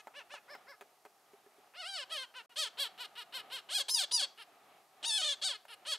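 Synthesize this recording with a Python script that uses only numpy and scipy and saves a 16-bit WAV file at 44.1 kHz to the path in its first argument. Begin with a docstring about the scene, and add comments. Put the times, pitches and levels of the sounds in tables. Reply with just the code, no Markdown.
"""Nasal calls of two large woodpeckers on a forest trunk: soft mewing notes with a few bill taps, then runs of
loud cries that arch in pitch and rise to a squeal. Each note is a train of syrinx pulses, built from harmonics
and shaped by a moving throat resonance and the bill. The forest is filtered noise: a far rush and a faint hiss.
Echoes from bark, leaves and trees are decaying noise convolved with the birds. Taps are a noise crack with
ringing trunk modes."""
import sys
import numpy as np
from scipy import signal
from scipy.fft import rfft, irfft, next_fast_len
from scipy.io import wavfile
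from scipy.ndimage import uniform_filter1d, map_coordinates

SR = 44100
rng = np.random.default_rng(int(sys.argv[2]) if len(sys.argv) > 2 else 0)


def file_out(sig):
    """Save sig as 16-bit WAV at sys.argv[1]."""
    # one column per channel
    cols = np.atleast_2d(sig).T
    # limit, then scale
    lim = np.clip(cols, -1, 1)
    pcm = np.round(lim * 32767).astype(np.int16)
    wavfile.write(sys.argv[1], SR, pcm)


N = 263717

# Short arched notes, levels and brightness before the register and the swell:
# start_s, length_s, rise_s, crest_pitch_hz, end_pitch_hz, level_db, release_s, throat_hz, bright_db, bill_set
SHORT_NOTES = [ (-0.06, 0.075, 0.038, 545, 389, -58.5, 0.016, 2820, 2, "mew"),
               (0.137, 0.091, 0.041, 586, 414, -57.5, 0.012, 2760, -11.5, "mew"),
               (0.294, 0.098, 0.042, 596, 397, -57.5, 0.021, 2740, -9, "mew"),
               (0.48, 0.091, 0.042, 597.5, 434, -56, 0.013, 2170, -19, "murmur"),
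               (0.665, 0.09, 0.035, 569, 398, -59, 0.02, 2080, -16, "murmur"),
               (2.338, 0.084, 0.027, 514.7, 432, -55.5, 0.015, 2920, -6.5, "open"),
               (2.495, 0.049, 0.015, 488, 450, -68, 0.020, 2880, -3, "open"),
               (2.557, 0.13, 0.039, 644.5, 419, -51, 0.012, 3410, 4.5, "open"),
               (2.771, 0.11, 0.038, 569, 422.5, -52.5, 0.0096, 3300, 4, "chatter"),
               (2.976, 0.087, 0.038, 500.5, 388, -55, 0.0057, 3110, 1.5, "chatter"),
               (3.152, 0.083, 0.038, 489, 388, -55.5, 0.0097, 3030, 0.5, "chatter"),
               (3.322, 0.097, 0.033, 531.4, 397, -54.5, 0.019, 3090, 3, "chatter"),
               (3.498, 0.11, 0.048, 539, 382, -55, 0.019, 3120, 1.5, "chatter"),
               (4.374, 0.065, 0.024, 465.6, 374, -58, 0.012, 3000, -1.5, "sigh"),
               (5.680, 0.070, 0.024, 471, 392, -59, 0.0069, 2990, 1.5, "sigh")]
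# Long cries, likewise before the register and the swell: first_bright_db, last_bright_db, bill_set,
# course of (time_s, pitch_hz, level_db, throat_hz)
LONG_CRIES = [ (-14.5, -2, "whine", [(1.736, 430, -60, 2630), (1.772, 699.5, -59.5, 3020),
              (1.806, 750.5, -54, 3180), (1.836, 623, -52.5, 2840), (1.884, 796.6, -53, 2970),
              (1.93, 780, -55.5, 3570), (1.962, 728.4, -52, 3240), (1.99, 591, -52.5, 2900),
              (2.045, 480.4, -55.5, 3070)]), (-4.5, -2.5, "open", [(2.094, 514, -59, 3100),
              (2.12, 665, -51, 3170), (2.16, 604, -51, 2960), (2.182, 530, -53, 3250),
              (2.226, 521, -54, 3100), (2.258, 448, -61, 3000)]),
              (0.5, 4.5, "open", [(3.686, 471, -54.5, 3150), (3.708, 568, -54, 3120),
              (3.742, 801, -52.5, 3430), (3.754, 844, -47, 3500), (3.772, 817, -50, 3300),
              (3.791, 703, -50, 3370), (3.798, 578, -49.5, 3300), (3.829, 511, -52.5, 3380)]),
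              (4, 2.5, "open", [(3.882, 810, -43.5, 3140), (3.893, 892, -40.5, 3400),
              (3.909, 1040, -49, 4750), (3.935, 1043, -56, 5000), (3.949, 980, -48.5, 4840),
              (3.975, 926, -45, 3500), (3.991, 823, -47, 3340), (4.026, 694, -49.5, 3350),
              (4.032, 606, -52, 3420), (4.051, 537, -47.5, 3380)]),
              (3, 4.5, "shout", [(4.110, 800, -47, 3300), (4.121, 955, -39, 3870), (4.13, 997, -48, 4500),
              (4.148, 984, -44.5, 4590), (4.172, 944, -49.5, 4500), (4.186, 889, -49, 3370),
              (4.214, 733, -50, 3200), (4.225, 562, -51, 3280), (4.243, 548, -53.5, 3400),
              (4.257, 463, -51, 3400)]), (5.5, 5, "yell", [(5.027, 540, -52, 3200), (5.04, 604, -52, 3100),
              (5.052, 878, -47.5, 3240), (5.08, 960, -47.5, 3820), (5.112, 867.7, -47.5, 3360),
              (5.172, 855, -48.5, 3470), (5.184, 765, -51, 3160), (5.213, 734, -51, 3200),
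              (5.219, 604, -50, 3270), (5.234, 660, -53, 3250), (5.247, 588, -51.5, 3410),
              (5.268, 616, -51.5, 3380), (5.291, 569, -52.5, 3390), (5.312, 580, -53.5, 3440),
              (5.348, 504, -57.5, 3460)]), (6.5, 2, "shout", [(5.414, 538, -56, 3330),
              (5.424, 562, -51, 3550), (5.446, 766, -53, 3470), (5.458, 778, -53.5, 3630),
              (5.48, 716, -52.5, 3430), (5.49, 604, -54.5, 3460), (5.516, 529.6, -54, 3200),
              (5.545, 429.4, -57, 3200), (5.57, 414, -57.5, 3120)]),
              (1, 6, "open", [(5.849, 418, -53, 3150), (5.866, 548, -54.5, 3120), (5.884, 634, -55, 3300),
              (5.9, 648, -54, 3450), (5.913, 631, -52.5, 3250), (5.922, 558, -51.5, 3350),
              (5.934, 552, -52.5, 3310), (5.955, 429, -55.5, 3230), (5.97, 430, -57, 3220)])]
# How the voice changes with its pitch: pitch_hz, level_db, bright_db
REGISTER_CURVE = [(395, -3, -2.5), (453.5, -1, -9), (563, 1, 2.5), (646, -0.5, 3.5), (774, -0.5, 8.5),
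                  (930, 0, 0.5), (978, -6, 10)]
# Change of the pulse at the highest pitches: harmonic_number, gain_db
SQUEAL_COLOUR = [(1.0, -2), (2.0, -14), (3.0, -8.5), (4.0, -13), (5.0, -0.5), (6.0, 5), (7.0, 0.5),
                 (8.0, -7.5), (9.0, -6), (10.0, 14.5), (11.0, 7.5), (13.0, 5.5)]
# Colour that moves with the throat: multiple_of_throat_resonance, gain_db
THROAT_COLOUR = [(0.45, 5), (0.7, 6.5), (0.87, 4.5), (1.0, 11.5), (1.12, -2.5), (1.32, -5.5), (1.55, -13.5),
                 (1.85, -13), (2.2, -18), (2.55, -20), (3.0, -20.5), (3.6, -22.5)]
# Fixed colour of the bill and the path through the air: frequency_hz, gain_db
BILL_COLOUR = [(400.0, -17), (650.0, -8), (1000.0, -10), (1500.0, -4), (2100.0, -11), (3000.0, -1),
               (4400.0, 10), (6200.0, 3), (9400.0, 10), (10800.0, 3), (13000.0, -1), (15500.0, -14)]
# Sets of the bill, by name: peak_hz, peak_db, hollow_hz, hollow_db, top_treble_db
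BILL_SETS = {"murmur": (5300, 19.5, 2900, -6, 13), "mew": (5900, 9, 4900, -3.5, -1),
             "whine": (5003, 5, 6600, -5, -6.5), "sigh": (10701, 12.5, 6100, -8, 6),
             "chatter": (3807, 3.5, 6496.5, -5, 10), "open": (8999, 2, 2506, -1, 2),
             "shout": (4400, 2.5, 2500, -1.5, -7), "yell": (3396, 3, 4797, -4.5, -10)}
# Spectrum of the far rush of air, relative: frequency_hz, density_db_per_hz
AIR_SPECTRUM = [(18, -68), (30, -51), (111, -17), (310, -10.5), (412, -5), (506, -10), (746, 2.5),
                (994, -9), (1250, -3), (1410, -10.5), (1630, -11), (1840, -11.5), (2450, -12.5),
                (4000, -17.5), (5200, -37), (8800, -120)]
# Course of the far rush before its flutter: time_s, level_db
AIR_COURSE = [(0, -64.5), (0.9, -66.5), (1.7, -67.5), (2.5, -64.5), (3.4, -63.5), (4.5, -64), (4.95, -66.5),
              (5.5, -65), (5.98, -65)]
# Spectrum of the steady hiss, relative: frequency_hz, density_db_per_hz
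HISS_SPECTRUM = [(2000, -28), (4500, 3.5), (8000, 0), (13000, 0), (15700, -10)]
# Likeness of the forest on left and right: frequency_hz, correlation
STEREO_LIKENESS = [(60, .9), (250, 0.98), (800, 0.96), (4000, 0.62), (12000, 1)]
# Decay of the farther trees: frequency_hz, t60_s
TREE_DECAY = [(300, 0.9), (3000, 0.34), (6000, 0.31), (12000, 0.054)]
# Colour of the whole echo: frequency_hz, gain_db
ECHO_TINT = [(300, 4), (1500, 4.5), (3200, 2), (5000, 5.5), (8000, 11), (12000, -19)]
# Bill on the trunk: time_s, level_db, hollow_thud_db, woody_ring_db, crack_db
BILL_TAPS = [(0.071, -44, -22, 1, -2), (0.080, -50, -12, 0, -6), (0.339, -45, -22, 3, -5),
             (0.550, -45, -22, 1, -2), (0.810, -42, -15, -11, 0), (0.820, -49, -9, -5, -1),
             (1.051, -47, -7, -7, 0), (1.060, -50, -6, -5, -2), (1.334, -60, 8, -13, -1),
             (1.463, -60, 4, -10, -2), (1.583, -62, 4, -10, -2), (5.652, -49, -30, -30, 0)]
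# Modes of the trunk, lowest first, levels before a small random change: frequency_hz, level_db, t60_s
TRUNK_MODES = [(405, 3, 0.058), (546, -15, 0.028), (857, 2, 0.053), (1080, -33, 0.032), (1310, -4, 0.029),
               (1670, -13, 0.025)]
# Colour of the crack on the bark, relative: frequency_hz, gain_db
CRACK_COLOUR = [(100, -46), (300, -19), (700, 7.5), (1800, 0), (3000, -7), (5000, -21), (9000, -19.5),
                (15000, -19)]
# Place of the birds in stereo: frequency_hz, left_minus_right_db
LEFT_TILT = [(500, -1.2), (2500, 0.56), (5000, 1.6), (10000, 0.4), (14000, -1.1)]
# Brief silence: start_s, end_s
SILENCE = (2.460, 2.494)

TOP_HZ, LOW_CUT_HZ = 15750, 50  # limits of the band

# Shape of a note
START_RATIO = 0.74  # an arched note starts at this share of its crest pitch
ATTACK_S, ATTACK_DB = 0.031, 6.5  # every note swells in over this time, from this far down
RELEASE_DB, CRY_RELEASE_S = 8.5, 0.011  # how far a note dies away before it stops; how fast a cry does
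DULL_PER_DB = 0.86  # brightness lost for each dB that the swell is below full strength
THROAT_FOLLOWS = 0.16  # power of the pitch by which an arched note's throat resonance sinks from its crest
CATCH_S, CATCH_RATIO, CATCH_DB = 0.011, 1.13, 1  # closing catch: a small flick up in pitch and level
SAG_DB_PER_OCTAVE = 3.5  # strength an arched note loses as its pitch sinks from the crest
WEAK_BELOW_HZ, WEAK_DB_PER_OCTAVE = 550, 6  # the fundamental fades below this pitch

# Hoarseness, as noise to tone ratios before the joint limit
STRAIN_RASP, CRACK_RASP = .09, .16  # a forced note below its squeal; where the voice cracks
EDGE_RASP, EDGE_RASP_S = 0.21, 0.022  # as the voice starts and stops, and how long it lasts
TREBLE_RASP, TREBLE_RASP_HZ = 0.31, 6000  # extra for low, lax pulses, and the middle of its onset
BREAK_PER_S, BREAK_DB, BREAK_RASP = 10.4, 2.5, 0.27  # fall (log ratio per s) that breaks; loss; hoarseness
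FLICKER_DB = 1.7  # flicker of a partial an octave of frequency (twice) above the throat resonance


def amp(db):
    """Decibels to gain."""
    return 10 ** (np.asarray(db) / 20)


def unit(x):
    """Scale to rms 1."""
    return x / np.sqrt(np.mean(np.abs(x) ** 2) + 1e-20)


def along(points, hz):
    """Read (frequency, value) points on a log frequency axis."""
    f, v = np.transpose(points)
    return np.interp(np.log(hz + 1), np.log(f + 1), v)


def wobble(knots):
    """A smooth random curve, read at positions counted in knots."""
    return map_coordinates(rng.standard_normal(int(knots[-1]) + 4), [knots])


def filtered(x, response):
    """Shape the spectrum of x by a response of frequency."""
    n = x.shape[-1]
    m = next_fast_len(n + 8192)
    return irfft(rfft(x, m) * response(np.fft.rfftfreq(m, 1 / SR)), m)[..., :n]


def causal(points, hz, size=2048):
    """Complex response at hz of a passive body: the minimum phase that goes with its colour."""
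    grid = np.fft.rfftfreq(size, 1 / SR)
    cepstrum = irfft(np.log(amp(along(points, grid))))
    fold = np.r_[1, np.full(size // 2 - 1, 2), 1, np.zeros(size // 2 - 1)]
    return np.exp(np.interp(hz, grid, rfft(cepstrum * fold)))


def add(track, s, sound):
    """Mix a sound into a track at time s."""
    part = track[max(round(s * SR), 0):][:len(sound)]
    part += sound[:len(part)]


def calls():
    """The short notes and long cries of the two birds."""
    track = np.zeros(N)
    for start, length, rise, crest_hz, end_hz, db, release, throat_hz, bright_db, bill in SHORT_NOTES:
        t, pitch, catch = arch(start, length, rise, crest_hz, end_hz)
        throat = throat_hz * (pitch / crest_hz) ** THROAT_FOLLOWS
        level_db = db + SAG_DB_PER_OCTAVE * np.log2(pitch / crest_hz) + CATCH_DB * catch
        voice_curves = controls(t, pitch, level_db, release, throat, bright_db)
        sound = note(t, *voice_curves, BILL_SETS[bill])
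        add(track, start, sound[t >= 0])  # a note may already be sounding at the start
    for first_db, last_db, bill, course in LONG_CRIES:
        s, *columns = np.transpose(course)
        t = np.arange(s[0], s[-1], 1 / SR)
        pitch, db, throat = [np.interp(t, s, c) for c in columns]
        bright_db = np.linspace(first_db, last_db, len(t))
        voice_curves = controls(t, pitch, db, CRY_RELEASE_S, throat, bright_db)
        add(track, s[0], note(t, *voice_curves, BILL_SETS[bill]))
    return track


def arch(start, length, rise, crest_hz, end_hz):
    """Times, pitch and closing catch of a short note: a quick rise, then a slower fall that levels out."""
    age = np.arange(0, length, 1 / SR)
    up = crest_hz * (START_RATIO + (1 - START_RATIO) * np.sin(np.pi / 2 * age / rise))
    fall = np.cos(np.pi / 2 * (age - rise) / (length - rise)) ** 2
    down = end_hz + (crest_hz - end_hz) * fall
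    catch = np.clip(1 - (length - age) / CATCH_S, 0, 1)
    return start + age, np.where(age < rise, up, down) * CATCH_RATIO ** catch, catch


def controls(t, pitch, db, release, throat_hz, bright_db):
    """Smooth pitch, level, throat and brightness: level and brightness follow pitch, attack and release."""
    steps, *columns = np.transpose(REGISTER_CURVE)
    gain_db, harden_db = [np.interp(pitch, steps, c) for c in columns]
    attack_db = -ATTACK_DB * np.clip(1 - (t - t[0]) / ATTACK_S, 0, 1)
    release_db = -RELEASE_DB * np.clip(1 - (t[-1] - t) / release, 0, 1)
    effort_db = attack_db + release_db
    level_db = db + gain_db + effort_db
    brightness_db = bright_db + harden_db + DULL_PER_DB * effort_db
    return [uniform_filter1d(c, size=150) for c in (pitch, level_db, throat_hz, brightness_db)]


def note(t, pitch, db, throat_hz, bright_db, gape, jitter=0.0038, shimmer_db=0.57, rasp=0.055,
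         slide_rasp=0.0037, onset_rasp=0.75, onset_s=0.02, treble_rasp=0.092, purity=0.84,
         smear=0.00091, edge_s=0.00294):
    """One nasal note: the harmonics of the syrinx pulses, shaped by throat and bill."""
    cycles = np.cumsum(pitch) / SR
    phase = 2 * np.pi * np.cumsum(pitch * (1 + jitter * wobble(cycles))) / SR
    k = np.arange(1, int(TOP_HZ / pitch.min()) + 1)[:, None]  # harmonic numbers
    hz = k * pitch

    # harder pulses carry more treble; at the top of its range the voice thins to a squeal
    squeal = np.clip((pitch - 780) / 220, 0, 1)
    colour_db = bright_db * np.clip(np.log2(hz / 2200) / 1.73, 0, 1)
    colour_db = colour_db + squeal * np.interp(k, *np.transpose(SQUEAL_COLOUR))
    colour_db = colour_db + WEAK_DB_PER_OCTAVE * np.minimum(np.log2(hz / WEAK_BELOW_HZ), 0)

    # the peaks and hollows of the throat slide together as it widens and narrows
    middle = throat_hz.mean()
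    throat = causal(np.multiply(THROAT_COLOUR, [middle, 1]), hz * middle / throat_hz)
    # low pulses are crisp; as the pitch rises their treble trails and blunts them
    bluntness = smear * np.clip(pitch / 450 - 1, 0, 1)
    trail = np.exp(-1j * np.pi * bluntness * hz ** 2 / throat_hz)
    colour = amp(colour_db + gape_db(hz, gape))
    voice = causal(BILL_COLOUR, hz) * throat * trail * colour * (hz < TOP_HZ)

    # pulses are irregular while the pitch slides, and as a high, forced note breaks in
    forced = squeal.max()
    slide = uniform_filter1d(np.abs(np.gradient(np.log(pitch))) * SR, size=400)
    steady_rasp = (rasp + slide_rasp * slide) * (1 - purity * squeal)
    breaking = onset_rasp * forced * np.exp(-((t - t[0]) / onset_s) ** 2)
    # a forced note cracks as it passes in and out of the squeal, and stays hoarse below it
    strain = STRAIN_RASP * forced * (1 - squeal) ** 2
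    strain = strain + CRACK_RASP * (forced ** 2 * np.sin(np.pi * squeal)) ** 2
    # it falters at both ends, and wherever it drops abruptly to a lower register
    fall_per_s = -np.gradient(np.log(pitch)) * SR
    drop = uniform_filter1d(np.clip(fall_per_s / BREAK_PER_S - 1, 0, 1), size=300)
    to_edge = np.minimum(t - t[0], t[-1] - t)
    faltering = EDGE_RASP * np.exp(-to_edge / EDGE_RASP_S) + BREAK_RASP * drop
    # all of it grows towards the treble
    rough = (steady_rasp + breaking + strain + faltering) * (1 + treble_rasp * k)
    lax_treble = np.clip(2 * np.log2(hz / TREBLE_RASP_HZ) + 1, 0, 2)
    rough = np.clip(rough, 0, 2) + TREBLE_RASP * (1 - forced) * lax_treble

    # neighbouring harmonics share part of their scatter
    scatter = np.array([wobble(cycles) + 1j * wobble(cycles) for _ in k])
    scatter = unit(uniform_filter1d(scatter, size=3, axis=0))
    pulses = (1 + rough * scatter) / np.sqrt(1 + rough ** 2) * np.exp(1j * k * phase)
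    # the upper partials flicker in strength, each on its own
    flicker = np.array([wobble(cycles / 20) for _ in k])
    pulses = pulses * amp(FLICKER_DB * np.clip(hz / throat_hz - 1, 0, 1.5) * flicker)

    level = amp(db - BREAK_DB * drop + shimmer_db * wobble(cycles / 2))
    fade = np.clip(to_edge / edge_s, 0, 1)
    return np.sqrt(2) * (voice * pulses).real.sum(0) * level * fade


def gape_db(hz, gape, width_octaves=0.15, top_hz=9500, top_octaves=0.36):
    """The opening of the bill sets one upper peak, one hollow and how much top treble escapes."""
    peak_hz, peak_db, hollow_hz, hollow_db, top_db = gape
    bump = lambda centre: np.exp(-(np.log2(hz / centre) / width_octaves) ** 2)
    treble = np.clip(np.log2(hz / top_hz) / top_octaves, 0, 1)
    return peak_db * bump(peak_hz) + hollow_db * bump(hollow_hz) + top_db * treble


def forest(hiss_db=-74, flutter_db=2.5):
    """A far rush of air in the trees swells slowly and flutters over a steady faint hiss."""
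    t = np.arange(N) / SR
    air_db = np.interp(t, *np.transpose(AIR_COURSE)) + flutter_db * wobble(8 * t)
    return rush(AIR_SPECTRUM) * amp(air_db) + rush(HISS_SPECTRUM) * amp(hiss_db)


def rush(spectrum):
    """Stereo noise of rms 1; mid and side are balanced to give the likeness of left and right."""
    def response(hz):
        turn = np.arccos(np.clip(along(STEREO_LIKENESS, hz), -1, 1)) / 2
        return amp(along(spectrum, hz)) * [np.cos(turn), np.sin(turn)]

    mid, side = filtered(rng.standard_normal((2, N)), response)
    return unit(np.array([mid + side, mid - side]))


def echo(x, near_db=-10, near_t60=0.024, far_db=-23, spread=0.22):
    """Nearby bark and leaves answer at once; the farther trees add a thin tail that decays by frequency."""
    hz, t, z = signal.stft(rng.standard_normal((2, SR // 2)), SR, nperseg=256)
    decay = amp(-60 * t / along(TREE_DECAY, hz)[:, None])
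    far = signal.istft(z * decay, SR, nperseg=256)[1]
    # cubed noise is sparse, like single reflections
    near = rng.standard_normal(far.shape) ** 3 * amp(-60 * np.arange(far.shape[1]) / SR / near_t60)
    tail = amp(near_db) * near / np.linalg.norm(near[0]) + amp(far_db) * far / np.linalg.norm(far[0])
    delayed = np.pad(x, (SR // 500, 0))  # 2 ms
    wet = signal.fftconvolve(delayed[None], tail, axes=1)[:, :N]
    mid, side = filtered(wet, lambda hz: amp(along(ECHO_TINT, hz)))
    return np.array([mid + spread * side, mid - spread * side])


def taps(crack_t60=0.03, attack_s=0.00019, radiate_hz=260):
    """Each peck cracks on the bark and rings the trunk; the lowest mode is its hollow thud."""
    track, t = np.zeros(N), np.arange(SR // 5) / SR
    for s, db, thud_db, ring_db, crack_db in BILL_TAPS:
        modes = [amp(level + rng.normal(0, 1) - 60 * t / t60) * np.sin(2 * np.pi * hz * t)
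                 for hz, level, t60 in TRUNK_MODES]
        crack = unit(filtered(rng.standard_normal(len(t)), lambda hz: amp(along(CRACK_COLOUR, hz))))
        crack = crack * amp(-60 * t / crack_t60)
        blow = amp(thud_db) * modes[0] + amp(ring_db) * sum(modes[1:]) + amp(crack_db) * crack
        add(track, s, amp(db) * blow * (1 - np.exp(-t / attack_s)))
    # the trunk radiates little below its lowest mode
    return signal.sosfilt(signal.butter(2, radiate_hz, 'high', fs=SR, output='sos'), track)


def scene(calls_db=0, taps_db=0):
    """The birds and their echo, tilted between left and right by frequency, over the forest."""
    birds = amp(calls_db) * calls() + amp(taps_db) * taps()
    placed = filtered(birds + echo(birds), lambda hz: amp(np.outer([.5, -.5], along(LEFT_TILT, hz))))
    return placed + forest()


def record(dry):
    """The microphone sheds deep bass, the sound drops out for a moment, and the band ends at its limit."""
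    t = np.arange(N) / SR
    thin = filtered(dry, lambda hz: hz / np.hypot(hz, LOW_CUT_HZ))
    live = uniform_filter1d(1.0 * ((t < SILENCE[0]) | (t > SILENCE[1])), size=64)
    return filtered(thin * live, lambda hz: hz < TOP_HZ)


dry = scene()
out = record(dry)
file_out(out)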